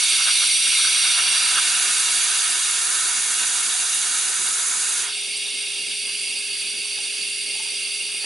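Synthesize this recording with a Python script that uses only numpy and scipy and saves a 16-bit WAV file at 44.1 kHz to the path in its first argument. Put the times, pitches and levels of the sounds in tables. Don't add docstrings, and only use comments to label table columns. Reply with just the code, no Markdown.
import sys
import numpy as np
from scipy import signal
from scipy.fft import rfft, irfft, next_fast_len
from scipy.io import wavfile
from scipy.ndimage import uniform_filter1d, map_coordinates

SR = 44100
rng = np.random.default_rng(int(sys.argv[2]) if len(sys.argv) > 2 else 0)


def generate_wav(sig):
    pcm = np.round(np.clip(np.atleast_2d(sig).T, -1, 1) * 32767).astype(np.int16)
    wavfile.write(sys.argv[1], SR, pcm)


def gain_from_db(level_db):
    decades = np.asarray(level_db, float) / 20
    return 10 ** decades


N = 363825

# f/Hz, width/Hz, level/dB early, level/dB settled, level/dB with the
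BOILER_MODES = [(2200, 236, -6, -7.5, -7.5), (2370, 89, -3.5, -4.5, -7), (2574, 150, -6.2, -6.5, -2.5),
                (2807, 213, -3.5, -2, -1), (3034, 320, -9, -9, -8.5), (3338, 153, -2.5, -2, -4.5),
                (3594, 116, -3.5, -3, -5), (3732, 154, -0.8, -0.6, -6), (4050, 200, -4, -7, -9),
                (4290, 50, -14, -14, -6), (4330, 110, -6, -6.5, -9), (4522, 118, -1, -3, 0),
                (4797, 227, -2.5, -4, -1), (5245, 170, -13, -7.5, -11.5), (5380, 75, -14, -16.9, -15),
                (5698, 220, -1.4, -5, -6.5), (5920, 300, -7.5, -16, -14), (6370, 210, -22, -12, -12),
                   (7020, 770, -35.0, -18.5, -17.5), (7230, 210, -11, -13, -14.5),
                   (7684, 608, -35.0, -19.9, -18.5), (8190, 467, -12, -15.4, -15.9),
                   (8536, 164, -2.5, -4.5, -4.5), (8880, 380, -6.5, -8.5, -7), (9280, 120, -13, -8, -10),
                   (9400, 670, -15.5, -10, -11.5), (9830, 270, -3, -17, -10.5),
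                   (10100, 210, -36.0, -8, -6.5), (10410, 300, -8.5, -5.5, -4),
                   (10730, 460, -4.5, -11, -10)]
# f/Hz, width/Hz, level/dB
NOZZLE_MODES = [(2198, 92, -5), (2320, 880, -12), (2900, 200, -14.5), (3240, 45, -11.3), (3450, 200, -9.5),
                (3870, 690, -5.5), (4470, 550, -9), (4930, 51, -7), (4930, 91, -7.5), (5010, 840, -11),
                (5650, 330, -7.5), (6110, 500, -3.5), (6380, 201, -2.5), (6430, 104, -5), (6630, 309, -4),
                (6970, 280, -1.5), (7320, 340, -3), (7700, 331, -5.3), (8030, 500, -4), (8300, 143, -6),
                (8640, 240, -0.5), (8940, 220, 0.5), (9400, 290, -1.5), (9700, 93, -3), (9800, 190, 0),
                (10260, 458, -3.5), (10090, 145, 1.5), (10530, 180, -3.8), (10675, 127, 4.5),
                (10916, 260, -1.5)]
# f/Hz, width/Hz, level/dB
PIPE_MODES = [(733, 86, -11.5), (967, 205, -11.5), (1263, 140, -5), (1378, 20, -2), (1466, 370, -0.5),
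              (1825, 430, -5.5)]
# f/Hz, width/Hz, depth/dB
CANCELLED_SLOTS = [(1406, 34, -9), (1770, 52, -4), (2007, 73, -9), (2440, 40, -8), (2704, 35, -4),
                   (2894, 46, -6.5), (3160, 40, -4), (3470, 50, -5), (4256, 40, -4), (4630, 45, -5),
                   (5300, 60, -2), (5490, 50, -6), (5100, 50, -5), (10150, 140, -3.5)]
# t/s, level/dB
VALVE_PRESSURE = [(0, -20), (.2, -18), (1.3, -18.6), (1.8, -22.2), (2.4, -24.5), (3.0, -28), (4.0, -28),
                  (4.8, -33), (5.08, -27), (6.2, -26), (8.25, -27)]
# t/s, stage (0 early, 1 settled, 2+ arm away)
BOILER_STAGE = [
    (0, 0),
    (1.4, 0.26),
    (2.8, 0.59),
    (5.9, 1.46),
    (6.4, 3),
    (8.25, 4),
]
# t/s, level/dB, length/s
WATER_SLUGS = [(0.14, -35, 0.025), (0.208, -30, 0.042), (0.282, -26.5, .04), (0.432, -29, .025),
               (0.55, -48, 0.012), (0.602, -40, .02), (0.672, -37, .015), (0.732, -32, .02),
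               (0.794, -31, 0.024), (0.852, -29, 0.029), (0.885, -31, .02), (0.975, -33, 0.022),
               (1.06, -34, 0.038), (1.192, -29, 0.026), (1.364, -38, 0.025), (1.583, -21.5, 0.026)]
# t/s, peak level/dB, main ring f/Hz, t60/s
SOFT_KNOCKS = [(1.571, -43, 310, 0.1), (5.169, -51, 746, .08), (5.8, -55, 700, .08), (6.85, -48, 1080, .08),
               (6.98, -44, 844, 0.14), (6.985, -54, 230, .12), (7.55, -45, 860, 0.13),
               (7.578, -55, 895, .15), (7.598, -45, 885, .1), (7.652, -49, 907, .15),
               (7.678, -50, 915, .08), (8.049, -54, 900, .08), (8.239, -41, 1290, .05),
               (8.24, -36, 1850, 0.045), (8.241, -41, 900, .05), (8.243, -50, 250, .05)]
# frequency ratio, level/dB
KNOCK_PARTIALS = [(1, 0), (.87, -5), (1.22, -12), (.74, -11)]
# f/Hz, level/dB per Hz
ROOM_SPECTRUM = [(15, -85), (119, -15), (157, -16), (227, -8.5), (300, -14), (368, -7.5), (420, -13.5),
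                 (520, -10), (610, -18), (690, -13.5), (1140, -17), (1650, -8.5), (2000, -12.5),
                 (3200, -120)]
# f/Hz, side minus mid level/dB
SIDE_OVER_MID = [(60, -23), (130, -18), (220, -8), (400, -4), (600, -10.5), (750, -4), (950, -9),
                 (1300, -6), (2010, -8), (3610, -9), (6480, -9.5), (11600, -13)]
# f/Hz, left minus right level/dB
LEFT_OVER_RIGHT = [(60, 0.0), (110, 2), (190, 0.65), (350, 0.093), (620, 0.78), (1120, -2), (2010, -1),
                   (3610, -2), (6480, -2), (11600, -1.4)]
# t/s, low f/Hz, high f/Hz
QUIET_BAND_GAPS = [(.1, 430, 680), (.48, 820, 900), (.6, 750, 900), (.795, 520, 845), (1.158, 200, 560),
                   (3.27, 20, 180), (2.63, 20, 676), (3.77, 20, 300), (4.6, 20, 300), (6.0, 780, 1340),
                   (6.49, 20, 150), (6.81, 1040, 1340)]

JET_DB, WET_JET_DB, PUFF_S, NOZZLE_CLEARS_S, NOZZLE_DRY_S = -22.5, -6, 0.26, 1.3, 1.74
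ROAR_DB, ROAR_SAG_DB_PER_S, PIPE_CLEARS_S, PIPE_DRY_S = -32.5, -1.09, 0.54, 1.3
FIRST_WATER_DB, CHOKED_DB, CHOKES_S = -7.5, -12.5, 0.37
SHUT_S, JET_DIES_DB_PER_S2, ROAR_DIES_DB_PER_S, PIPE_EMPTIES_S = 4.96, -750, -170, 0.11
ROOM_DB, ROOM_DUCK_DB, RECOVERS_S = -50, -0.3, 0.2
HUM_HZ, HUM_DB, HUM_DUCK_DB, HUM_STARTS_DB, HUM_UP_S = 416.2, -54.5, -4, -10, 0.9
TOP_HZ = 11030


def steam():
    jet_db, roar_db = wand()
    jet_hiss = hiss([resonant(NOZZLE_MODES)], patchy_db=0.93, wide_db=-3.5)[0]
    jet = gain_from_db(jet_db + 0.31 * wobble(12)) * jet_hiss
    throat, gulp = hiss([resonant(PIPE_MODES), resonant(PIPE_MODES[2:5])], patchy_db=0.7, wide_db=-2.5)
    roar = gain_from_db(roar_db + 0.66 * wobble(24.8)) * throat
    return valve_leak() + jet + roar + water_slugs() * gulp


def valve_leak():
    valve_db, = curves(VALVE_PRESSURE)
    stage, = curves(BOILER_STAGE)
    stage = np.clip(stage, 0, 2)
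    modes = np.array(BOILER_MODES)
    responses = [resonant(modes[:, [0, 1, column]]) for column in range(2, 5)]
    colours = hiss(responses, patchy_db=0.72, wide_db=-5.5)
    leak = sum(np.clip(1 - np.abs(stage - k), 0, 1) * colour for k, colour in enumerate(colours))
    return gain_from_db(valve_db + 0.4 * wobble(9)) * leak


def wand():
    t = np.arange(N) / SR
    since_shut = np.maximum(t - SHUT_S, 0)
    wet = ramp(0, PUFF_S) - ramp(NOZZLE_CLEARS_S, NOZZLE_DRY_S)
    jet_db = JET_DB + WET_JET_DB * wet + JET_DIES_DB_PER_S2 * since_shut ** 2
    choke_db = FIRST_WATER_DB + (CHOKED_DB - FIRST_WATER_DB) * ramp(CHOKES_S, PIPE_CLEARS_S)
    choke_db = choke_db - CHOKED_DB * ramp(PIPE_CLEARS_S, PIPE_DRY_S)
    roar_db = ROAR_DB + choke_db + ROAR_SAG_DB_PER_S * np.maximum(t - PIPE_DRY_S, 0)
    roar_db = roar_db + ROAR_DIES_DB_PER_S * np.maximum(since_shut - PIPE_EMPTIES_S, 0)
    return jet_db, roar_db


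def water_slugs():
    slugs = np.zeros(N)
    for s, db, length in WATER_SLUGS:
        span, swell = bump(s, length)
        slugs[span] += gain_from_db(db - 4.5) * swell
    return slugs


def hiss(gains, patchy_db, wide_db):
    z = signal.stft(rng.standard_normal((2, N)), nperseg=512)[2]
    field = uniform_filter1d(rng.standard_normal(z.shape[1:]), size=8, axis=0)
    field = uniform_filter1d(field, size=8, axis=1)
    patchy = z * gain_from_db(patchy_db * unit(field))
    near, far = rfft(signal.istft(patchy, nperseg=512)[1][:, :N])
    hz = np.fft.rfftfreq(N, 1 / SR)
    direct = near * (1 + gain_from_db(-11) * reflections(t60=0.12))
    around = (near * reflections(t60=0.15) + far) * gain_from_db(along(SIDE_OVER_MID, hz) + wide_db)
    out = []
    for response in gains:
        gain = response(hz)
        smeared = np.sqrt(np.abs(uniform_filter1d(gain ** 2, size=3000)))
        mid, side = irfft(np.array([direct * gain, around * np.sqrt(gain * smeared)]), N)
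        out.append(np.array([mid + side, mid - side]) / np.std(mid))
    return out


def resonant(modes):
    def response(hz):
        power = sum(gain_from_db(db) ** 2 / (1 + (2 * (hz - c) / w) ** 2) ** 2 for c, w, db in modes)
        slots_db = sum(db * np.exp(-(2 * (hz - c) / w) ** 2) for c, w, db in CANCELLED_SLOTS)
        return np.sqrt(power) * gain_from_db(slots_db)
    return response


def reflections(t60):
    t = np.arange(SR // 4) / SR
    tail = rng.standard_normal(len(t)) * gain_from_db(-60 * t / t60)
    return rfft(tail / np.linalg.norm(tail), N)


def knocks():
    out, t = np.zeros(N + SR), np.arange(SR // 4) / SR
    onset = 1 - np.exp(-t / 0.001)
    for s, db, hz, t60 in SOFT_KNOCKS:
        spread_db = rng.normal(0, 3.0, len(KNOCK_PARTIALS))
        ring = np.zeros(len(t))
        for (ratio, level), d in zip(KNOCK_PARTIALS, spread_db):
            ring += gain_from_db(level + d) * np.sin(2 * np.pi * hz * ratio * t)
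        noise = uniform_filter1d(rng.standard_normal(len(t)), size=8)
        puff = 1.5 * noise * gain_from_db(-60 * t / 0.033)
        out[round(s * SR):][:len(t)] += gain_from_db(db + 1.5) * (ring * gain_from_db(-60 * t / t60) + puff) * onset
    return out[:N]


def kitchen():
    ducked = 1 - ramp(SHUT_S - RECOVERS_S, SHUT_S + RECOVERS_S / 2)
    floor_db = ROOM_DB + ROOM_DUCK_DB * ducked
    hum_db = HUM_DB + HUM_DUCK_DB * ducked + HUM_STARTS_DB * (1 - ramp(0, HUM_UP_S))
    room = hiss([lambda hz: gain_from_db(along(ROOM_SPECTRUM, hz))], patchy_db=2.1, wide_db=0)[0]
    bass = filtered(room, lambda hz: 1 / (1 + (hz / 210) ** 4))
    lumps = gain_from_db(3.5 * np.minimum(wobble(6), 1) - 1)
    rumble = gain_from_db(floor_db + 0.6 * wobble(6.5)) * (room + (lumps - 1) * bass)
    hum = np.sqrt(2) * gain_from_db(hum_db) * np.sin(2 * np.pi * HUM_HZ * np.arange(N) / SR)
    return rumble + hum * gain_from_db([[1.8], [-1.8]])


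def unit(x):
    return x / np.sqrt(np.mean(x ** 2) + 1e-20)


def along(points, hz):
    f, v = np.transpose(points)
    return np.interp(np.log(hz + 1), np.log(f + 1), v)


def curves(rows):
    s, *cols = np.transpose(rows)
    return [np.interp(np.arange(N) / SR, s, c) for c in cols]


def wobble(rate):
    knots = rng.standard_normal(int(N * rate / SR) + 4)
    return map_coordinates(knots, [np.arange(N) * rate / SR])


def ramp(start, end):
    return np.clip((np.arange(N) / SR - start) / max(end - start, 1e-3), 0, 1)


def bump(s, length):
    span = slice(max(round((s - 0.1) * SR), 0), round((s + 0.1) * SR))
    return span, np.exp(-(2 * (np.arange(N)[span] / SR - s) / length) ** 2)


def filtered(x, response):
    m = next_fast_len(N + 8192)
    return irfft(rfft(x, m) * response(np.fft.rfftfreq(m, 1 / SR)), m)[..., :N]


def scene():
    return steam() + knocks() + kitchen()


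def gapped(pair):
    out = pair.copy()
    for s, low_hz, high_hz in QUIET_BAND_GAPS:
        span, swell = bump(s, length=0.045)
        band = signal.butter(2, [low_hz, high_hz], 'bandpass', fs=SR, output='sos')
        quiet = signal.sosfiltfilt(band, out[:, span])
        out[:, span] -= np.minimum(1.1 * swell, 0.95) * quiet
    return out


def narrowed(pair, under_db, scatter_db):
    mid, side = (pair[0] + pair[1]) / 2, (pair[0] - pair[1]) / 2
    z = signal.stft(np.array([mid, side]), window='cosine', nperseg=2048)[2]
    z_mid, z_side = z[:, :1024]
    bands = np.mean(np.abs(z_side.reshape(256, 4, -1)) ** 2, axis=1)
    loudness = np.mean(np.abs(z_mid[:512]) ** 2, axis=0)
    limit = loudness * gain_from_db(under_db + scatter_db * rng.standard_normal(bands.shape)) ** 2
    kept = np.repeat(bands > limit, repeats=4, axis=0) * z_side
    kept = np.pad(kept, ((0, 1), (0, 0)))
    side = signal.istft(kept, window='cosine', nperseg=2048)[1][:N]
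    return np.array([mid + side, mid - side])


def top_cut(x):
    return signal.sosfilt(signal.butter(12, 12240, fs=SR, output="sos"), x)


def record(dry):
    def ports(hz):
        band = (hz < TOP_HZ) / np.sqrt(1 + (55 / (hz + 1)) ** 6)
        return band * gain_from_db(along(LEFT_OVER_RIGHT, hz) * np.array([[0.5], [-0.5]]))
    mix = gapped(filtered(dry, ports))
    mix = narrowed(mix, under_db=-22, scatter_db=3)
    return top_cut(mix)


dry = scene()
out = record(dry)
generate_wav(out)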